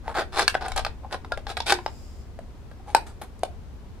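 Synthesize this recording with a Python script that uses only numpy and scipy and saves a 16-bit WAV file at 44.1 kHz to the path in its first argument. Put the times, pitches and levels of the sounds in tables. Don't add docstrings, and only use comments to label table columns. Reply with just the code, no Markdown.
import sys
import numpy as np
from scipy import signal
from scipy.fft import rfft, irfft
from scipy.io import wavfile

SR = 44100
rng = np.random.default_rng(int(sys.argv[2]) if len(sys.argv) > 2 else 0)


def pcm_store(signal):
    levels = np.round(np.clip(np.atleast_2d(signal), -1, 1) * 32767)
    wavfile.write(sys.argv[1], SR, levels.astype(np.int16).T)


N = 176400
RING_SAMPLES, STRIKE_SAMPLES = 3300, 350


def from_db(db):
    return 10 ** (np.asarray(db) / 20)


def rms_one(x, size=None):
    return x / np.sqrt(np.mean(x[..., :size] ** 2) + 1e-20)


def at_hz(points, hz):
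    freqs, values = np.transpose(points)
    return np.interp(np.log(hz + 1e-3), np.log(freqs), values)


def fader(points):
    return from_db(np.interp(np.arange(N) / SR, *np.transpose(points)))


def cut(x, hz, kind, order=2):
    sos = signal.butter(order, np.minimum(hz, .49 * SR), kind, fs=SR, output="sos")
    return signal.sosfilt(sos, x)


def add(out, s, x):
    i = max(int(s * SR), 0)
    out[:, i:i + x.shape[-1]] += x[..., :N - i]


def phasors(size):
    return (rng.standard_normal(size) + 1j * rng.standard_normal(size)) / np.sqrt(2)


def noise(colour, correlation):
    hz = np.arange(N // 2 + 1) * SR / N
    mid, side = rfft(rng.standard_normal((2, N)))
    alike = np.clip(at_hz(correlation, hz), -1, 1)
    stereo = np.sqrt(1 + alike) * mid + np.sqrt(1 - alike) * side * [[1], [-1]]
    return rms_one(irfft(from_db(at_hz(colour, hz)) * stereo, N))


# f/Hz, relative level/dB
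RUMBLE_COLOUR = [(12, -37.5), (20, -4), (70, -1), (161, -17), (231, -15), (323, -22), (403, -21.5),
                 (647, -28.5), (929, -29), (1810, -38), (4790, -44), (15400, -57.5)]
# f/Hz, left-right correlation
AIR_CORRELATION = [(30, 0.32), (300, .8), (1000, 0.42), (3000, 0.067), (12000, 0.033)]


def rumble():
    bed = from_db(-41.5) * noise(RUMBLE_COLOUR, AIR_CORRELATION) * from_db([[1], [-1]])
    hum = from_db(-50) * np.sin(2 * np.pi * 66 * np.arange(N) / SR)
    return bed + hum


# t/s, level/dB
GUSTS = [(.66, -45), (.75, -30), (.9, -38.5), (1.0, -62), (1.35, -39), (1.7, -60)]


def breeze():
    colour = [(10, -1.5), (30, -3.0), (65, 0.5), (130, -24), (400, -61), (2000, -100)]
    return fader(GUSTS) * noise(colour, correlation=[(30, .2), (200, 0.13)]) * from_db([[3], [-5]])


def modes(hz, db, t60):
    t = np.arange(RING_SAMPLES) / SR
    return from_db(db)[:, None] * np.exp(np.outer(2j * np.pi * hz - np.log(1000) / t60, t))


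# f/Hz, relative level/dB
CRACK_COLOUR = [(2200, 4.5), (2500, -1), (2950, -5), (3500, 2), (4500, -2), (5300, -3), (6000, -17)]
SIZZLE_COLOUR = [(6000, 3.5), (7200, -0.5), (8200, 2.5), (10500, -1), (12000, -8.5), (15000, -40)]


def upper_modes():
    banks = []
    for colour, t60, count in (CRACK_COLOUR, 0.025, 90), (SIZZLE_COLOUR, 0.023, 130):
        low, high = colour[0][0], colour[-1][0]
        hz = low + (np.arange(count) + rng.random(count)) / count * (high - low)
        banks.append(modes(hz, at_hz(colour, hz), t60))
    return banks


# f/Hz, relative level/dB, t60/s
SHELL_MODES = [(384.4, -7, 0.15), (467.7, -6.5, 0.14), (650, -6.5, 0.064), (777, 5, 0.043), (850, 1, 0.05),
               (1033, 2.5, 0.021), (1220, 1.5, 0.03), (1407, -0.5, 0.026), (1521, -3.5, 0.029),
               (1594, -6.5, 0.057), (1885, -3, 0.022)]
GRIP_SPREAD_DB, GRIP_DETUNE = 4, 0.032
FOCUS_DB, FOCUS_OCTAVES = 4, 0.56
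SHELL_WIDTH, UPPER_WIDTHS = 0.32, (0.52, 1)


def can_ring(upper, panel_hz=None):
    hz, db, t60 = np.transpose(SHELL_MODES)
    if panel_hz:
        db = db + FOCUS_DB * np.exp(-.5 * (np.log2(hz / panel_hz) / FOCUS_OCTAVES) ** 2)
    hz = hz * (1 + GRIP_DETUNE * rng.standard_normal(len(hz)))
    db = db + GRIP_SPREAD_DB * rng.standard_normal(len(hz))
    strengths = 1 + SHELL_WIDTH * phasors((2, len(hz)))
    layers = [(strengths @ modes(hz, db, t60)).imag]
    for bank, width in zip(upper, UPPER_WIDTHS):
        strengths = np.sqrt(1 - width) * phasors(len(bank)) + np.sqrt(width) * phasors((2, len(bank)))
        layers.append((strengths @ bank).imag)
    return layers


# start/s, peak/s, end/s, rise/dB, fall/dB, panel f/Hz, shell/dB, crack/dB, sizzle/dB
BLADE_STROKES = [(0.034, 0.091, 0.13, 19.5, 7.5, 1370, -38.5, -57, -60),
                 (0.142, 0.198, 0.24, 8.5, 19, 1400, -26.5, -40.5, -47.5),
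                 (0.321, 0.392, 0.43, 19, 4, 1450, -25.5, -32, -39.5),
                 (0.606, 0.626, 0.86, 4.5, 39.5, 1100, -32.5, -45.5, -58),
                 (0.755, 0.789, 0.83, -2, 22, 810, -37, -42.5, -62),
                 (1.104, 1.132, 1.148, 15, 6.5, 1410, -32, -46.5, -49.5),
                 (1.475, 1.505, 1.52, 9, 6, 870, -36, -42.5, -50),
                 (1.659, 1.703, 1.708, 15, 0, 1590, -25, -25, -33),
                 (2.867, 2.889, 3.005, 10.5, 11.5, 883, -50.5, -60, -60),
                 (2.953, 2.97, 2.947, 4, 12, 1450, -35, -41, -59),
                 (3.061, 3.068, 3.14, 10.5, 22, 1200, -50, -58, -55.5),
                 (3.213, 3.218, 3.273, 9, 36, 1000, -38, -48.5, -49)]
SCRAPE_TRIM_DB = (3.5, 4.5, 2.5)
SLIPS_PER_S, SLIP_SPREAD_DB = 900, 4.5
BITE_S, RELEASE_DB_PER_S = 0.0021, 1501


def scrapes(upper, spots=4):
    out, t = np.zeros((2, N)), np.arange(SR // 4) / SR
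    for start, peak, end, rise_db, fall_db, panel_hz, *layer_db in BLADE_STROKES:
        swell_db = np.interp(start + t, [start, min(peak, end), end], [-rise_db, 0, -fall_db])
        release_db = RELEASE_DB_PER_S * np.maximum(start + t - end, 0)
        pressure = from_db(swell_db - release_db) * (1 - np.exp(-t / BITE_S))
        gains = from_db(np.add(layer_db, SCRAPE_TRIM_DB))
        for _ in range(spots):
            sizes = from_db(SLIP_SPREAD_DB * np.minimum(rng.exponential(1, len(t)), 2))
            signs = rng.choice([-1, 1], len(t))
            slipping = rng.random(len(t)) < SLIPS_PER_S / spots / SR
            slips = rms_one(sizes * signs * slipping) * pressure
            ring = sum(gain * rms_one(layer) for gain, layer in zip(gains, can_ring(upper, panel_hz)))
            scrape = signal.fftconvolve(slips[None], ring, axes=1)
            add(out, start, scrape / np.sqrt(spots * RING_SAMPLES))
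    return out


# f/Hz, level/dB, t60/s
YARD_TAIL = [(256, -8, 0.58), (700, -16.5, 0.1), (2160, -10.5, 0.24), (6000, -12.5, 0.13),
             (13700, -16.5, 0.26)]
PREDELAY_S = 0.0057
SLAP_S, SLAP_DB, SLAP_SMEAR_S = 0.015, -13, 0.0067


def yard_echo(send):
    t = np.arange(SR // 2) / SR
    slap = rms_one((t > SLAP_S) * np.exp(-np.abs(t - SLAP_S) / SLAP_SMEAR_S))
    echo = 0
    for hz in 250 * 2 ** np.arange(7):
        db, t60 = (at_hz(np.array(YARD_TAIL)[:, [0, column]], hz) for column in (1, 2))
        alike = at_hz(AIR_CORRELATION, hz)
        centre = np.sqrt(alike) * rng.standard_normal(len(t))
        sides = np.sqrt(1 - alike) * rng.standard_normal((2, len(t)))
        tail = rms_one(np.clip(t / PREDELAY_S - 1, 0, 1) * from_db(-60 * t / t60))
        envelope = np.hypot(from_db(db) * tail, from_db(SLAP_DB) * slap) / np.sqrt(len(t))
        echo = echo + cut((centre + sides) * envelope, [hz / np.sqrt(2), hz * np.sqrt(2)], "band")
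    return signal.fftconvolve(send, echo, axes=1)[:, :N]


# t/s, mid-glide f/Hz, pop/dB, shell/dB, crack/dB, sizzle/dB
BUCKLES = [(0.0798, 850, -25.5, -27.5, -52, -69), (0.1515, 846, -31, -41.5, -65, -57),
           (0.1765, 810, -28, -31, -48, -50), (0.394, 787, -25, -8.5, -26.5, -29),
           (0.4797, 1647, -18, -19.5, -18.5, -25.5), (0.5438, 690, -38, -21, -35.5, -47),
           (0.5515, 758, -16, -14.5, -39, -66), (0.662, 770, -51, -24, -45, -50),
           (0.682, 795, -34.5, -39, -42.5, -40), (0.719, 1050, -51, -27.5, -34.5, -46.5),
           (0.7622, 810, -43, -24, -44, -33.5), (0.777, 580, -33, -30, -27.5, -33),
           (0.7805, 810, -42, -20.5, -39, -42), (0.793, 710, -26.5, -23.5, -38, -43),
           (0.849, 788, -32, -18.5, -29.5, -40.5), (0.8648, 810, -28.5, -23, -37, -50),
           (1.126, 780, -32.5, -45, -34, -44.5), (1.1445, 548, -31.5, -22, -43, -56),
           (1.2472, 1140, -58, -31.5, -51, -63), (1.3203, 696, -24, -22.5, -34.5, -47),
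           (1.375, 602.4, -30, -28, -44.5, -50), (1.4682, 820, -34, -26, -38, -53.5),
           (1.5692, 760, -31.5, -30.5, -28.5, -47), (1.574, 980, -38.5, -21, -54, -41.5),
           (1.6036, 910, -25, -27, -27.5, -45.5), (1.6652, 720, -33.5, -37, -32.5, -40),
           (1.7228, 984, -23.5, -7.5, -20.5, -25.5), (1.7886, 980, -33.5, -33, -49, -73),
           (1.8623, 816, -20, -19, -36, -70), (2.39, 650, -33, -40.5, -59.5, -59),
           (2.714, 585, -45, -42.5, -63, -66), (2.9483, 862, -7.5, -12, -20, -24),
           (3.2155, 800, -34.5, -42, -54, -65), (3.392, 813, -60, -78, -64, -56),
           (3.4335, 700, -17, -31, -35.5, -38)]
POP_TRIM_DB, SNAP_TRIM_DB = -1.26, (-7, -0.37, -1.04)
POP_GLIDE, POP_SETTLE_S, POP_T60_S = 0.12, 0.003, 0.022
CRINKLE_DB, CRINKLE_S = -4, 0.0032
FADE_S_PER_DB, SHARP_SNAP_DB = 0.426, 8.5


def snaps(upper):
    pops, rings, t = np.zeros((2, N)), np.zeros((2, N)), np.arange(RING_SAMPLES) / SR
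    for s, hz, pop_db, *layer_db in BUCKLES:
        dullness_db = max(pop_db - layer_db[-1] - SHARP_SNAP_DB, 1)
        fade = np.exp(-t / (FADE_S_PER_DB * dullness_db))
        cycles = np.cumsum(hz * (1 - POP_GLIDE * (np.exp(-t / POP_SETTLE_S) - .5))) / SR
        pop = np.sin(2 * np.pi * cycles) * fade * from_db(-60 * t / POP_T60_S)
        add(pops, s, from_db(pop_db + POP_TRIM_DB) * rms_one(pop, size=STRIKE_SAMPLES))
        crinkle = rms_one(rng.standard_normal(len(t)) ** 3 * np.exp(-t / CRINKLE_S)) / np.sqrt(len(t))
        jolt = cut((t == 0) - from_db(CRINKLE_DB) * crinkle, 800, "high")
        for layer, db, trim_db in zip(can_ring(upper), layer_db, SNAP_TRIM_DB):
            struck = fade * signal.fftconvolve(layer, jolt[None], axes=1)[:, :len(t)]
            add(rings, s, from_db(db + trim_db) * rms_one(struck, size=STRIKE_SAMPLES))
    return pops, rings


# centre t/s, half length/s, f/Hz, level/dB
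LIGHT_SCUFFS = [(0.096, 0.0045, 870, -35), (1.047, 0.014, 838, -39.5), (1.314, 0.0044, 920, -39),
                (1.702, 0.0067, 2450, -32), (2.799, 0.0043, 773, -49), (2.889, 0.018, 830, -41),
                (3.22, 0.0051, 11000, -41)]
SCUFF_T60_CYCLES = 40


def scuffs():
    out, t = np.zeros((2, N)), np.arange(RING_SAMPLES) / SR
    middle = t.mean()
    for s, half_s, hz, db in LIGHT_SCUFFS:
        slips = rng.choice([-1, 1], len(t)) * (rng.random(len(t)) < SLIPS_PER_S / SR)
        swell = np.exp(-((t - middle) / half_s) ** 2)
        resonance = np.sin(2 * np.pi * hz * t) * from_db(-60 * t * hz / SCUFF_T60_CYCLES)
        rub = signal.fftconvolve(slips * swell, resonance)[:len(t)]
        add(out, s - middle, from_db(db) * rms_one(rub) * np.sqrt(half_s / middle))
    return out


# t/s, final f/Hz, fraction sharp at the start, level/dB, t60/s
RING_OUTS = [(0.4817, 1630, 0, -21, 0.031), (0.4792, 4380, 0.0073, -6, 0.011),
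             (1.3205, 1378, 0.026, -24.5, 0.12), (1.3214, 1630, 0.019, -33, 0.11),
             (1.7224, 353.7, 0.089, -21, 0.22), (1.7238, 1540, 0.019, -27, 0.074),
             (2.9502, 1426, 0.12, -21.5, 0.087)]
RELAX_S = 0.0218
RATTLE_DEPTH, RATTLE_HZ = 0.45, 160


def ring_outs():
    out, t = np.zeros((2, N)), np.arange(SR // 4) / SR
    knots = np.arange(0, t[-1], 1 / RATTLE_HZ)
    for s, hz, sharp, db, t60 in RING_OUTS:
        cycles = np.cumsum(hz * (1 + sharp * np.exp(-t / RELAX_S))) / SR
        rattle = 1 + RATTLE_DEPTH * np.interp(t, knots, phasors(len(knots)) * (knots > 0))
        tone = (rattle * np.exp(2j * np.pi * cycles)).imag
        add(out, s, -from_db(db - 60 * t / t60) * tone)
    return out


# t/s, level/dB
HISS_RIDE = [(1.7, -82), (1.85, -60), (2.0, -57), (2.22, -62.5), (2.45, -99)]
# f/Hz, relative level/dB
HISS_SPECTRUM = [(4400, -17), (4900, -1.5), (6000, -14.5), (7200, -6.5), (8300, -15), (9200, -20),
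                 (15000, -23)]


def hiss():
    return fader(HISS_RIDE) * noise(HISS_SPECTRUM, AIR_CORRELATION)


def scene():
    upper = upper_modes()
    pops, rings = snaps(upper)
    pops, metal = cut([pops, rings + scrapes(upper) + scuffs()], 350, "high", order=3)
    left, right = pops + metal + ring_outs()
    i = np.arange(N)
    late_left = np.interp(i - 2, i, left)
    can = np.array([late_left, right]) * from_db([[0.7], [-0.7]])
    send = metal[::-1] + from_db(1) * pops
    return can + yard_echo(send) + rumble() + breeze() + hiss()


def record(dry):
    low_pass = signal.cheby2(14, 60, 16300, fs=SR, output="sos")
    return signal.sosfilt(low_pass, np.clip(dry, -1, 1))


dry = scene()
out = record(dry)
pcm_store(out)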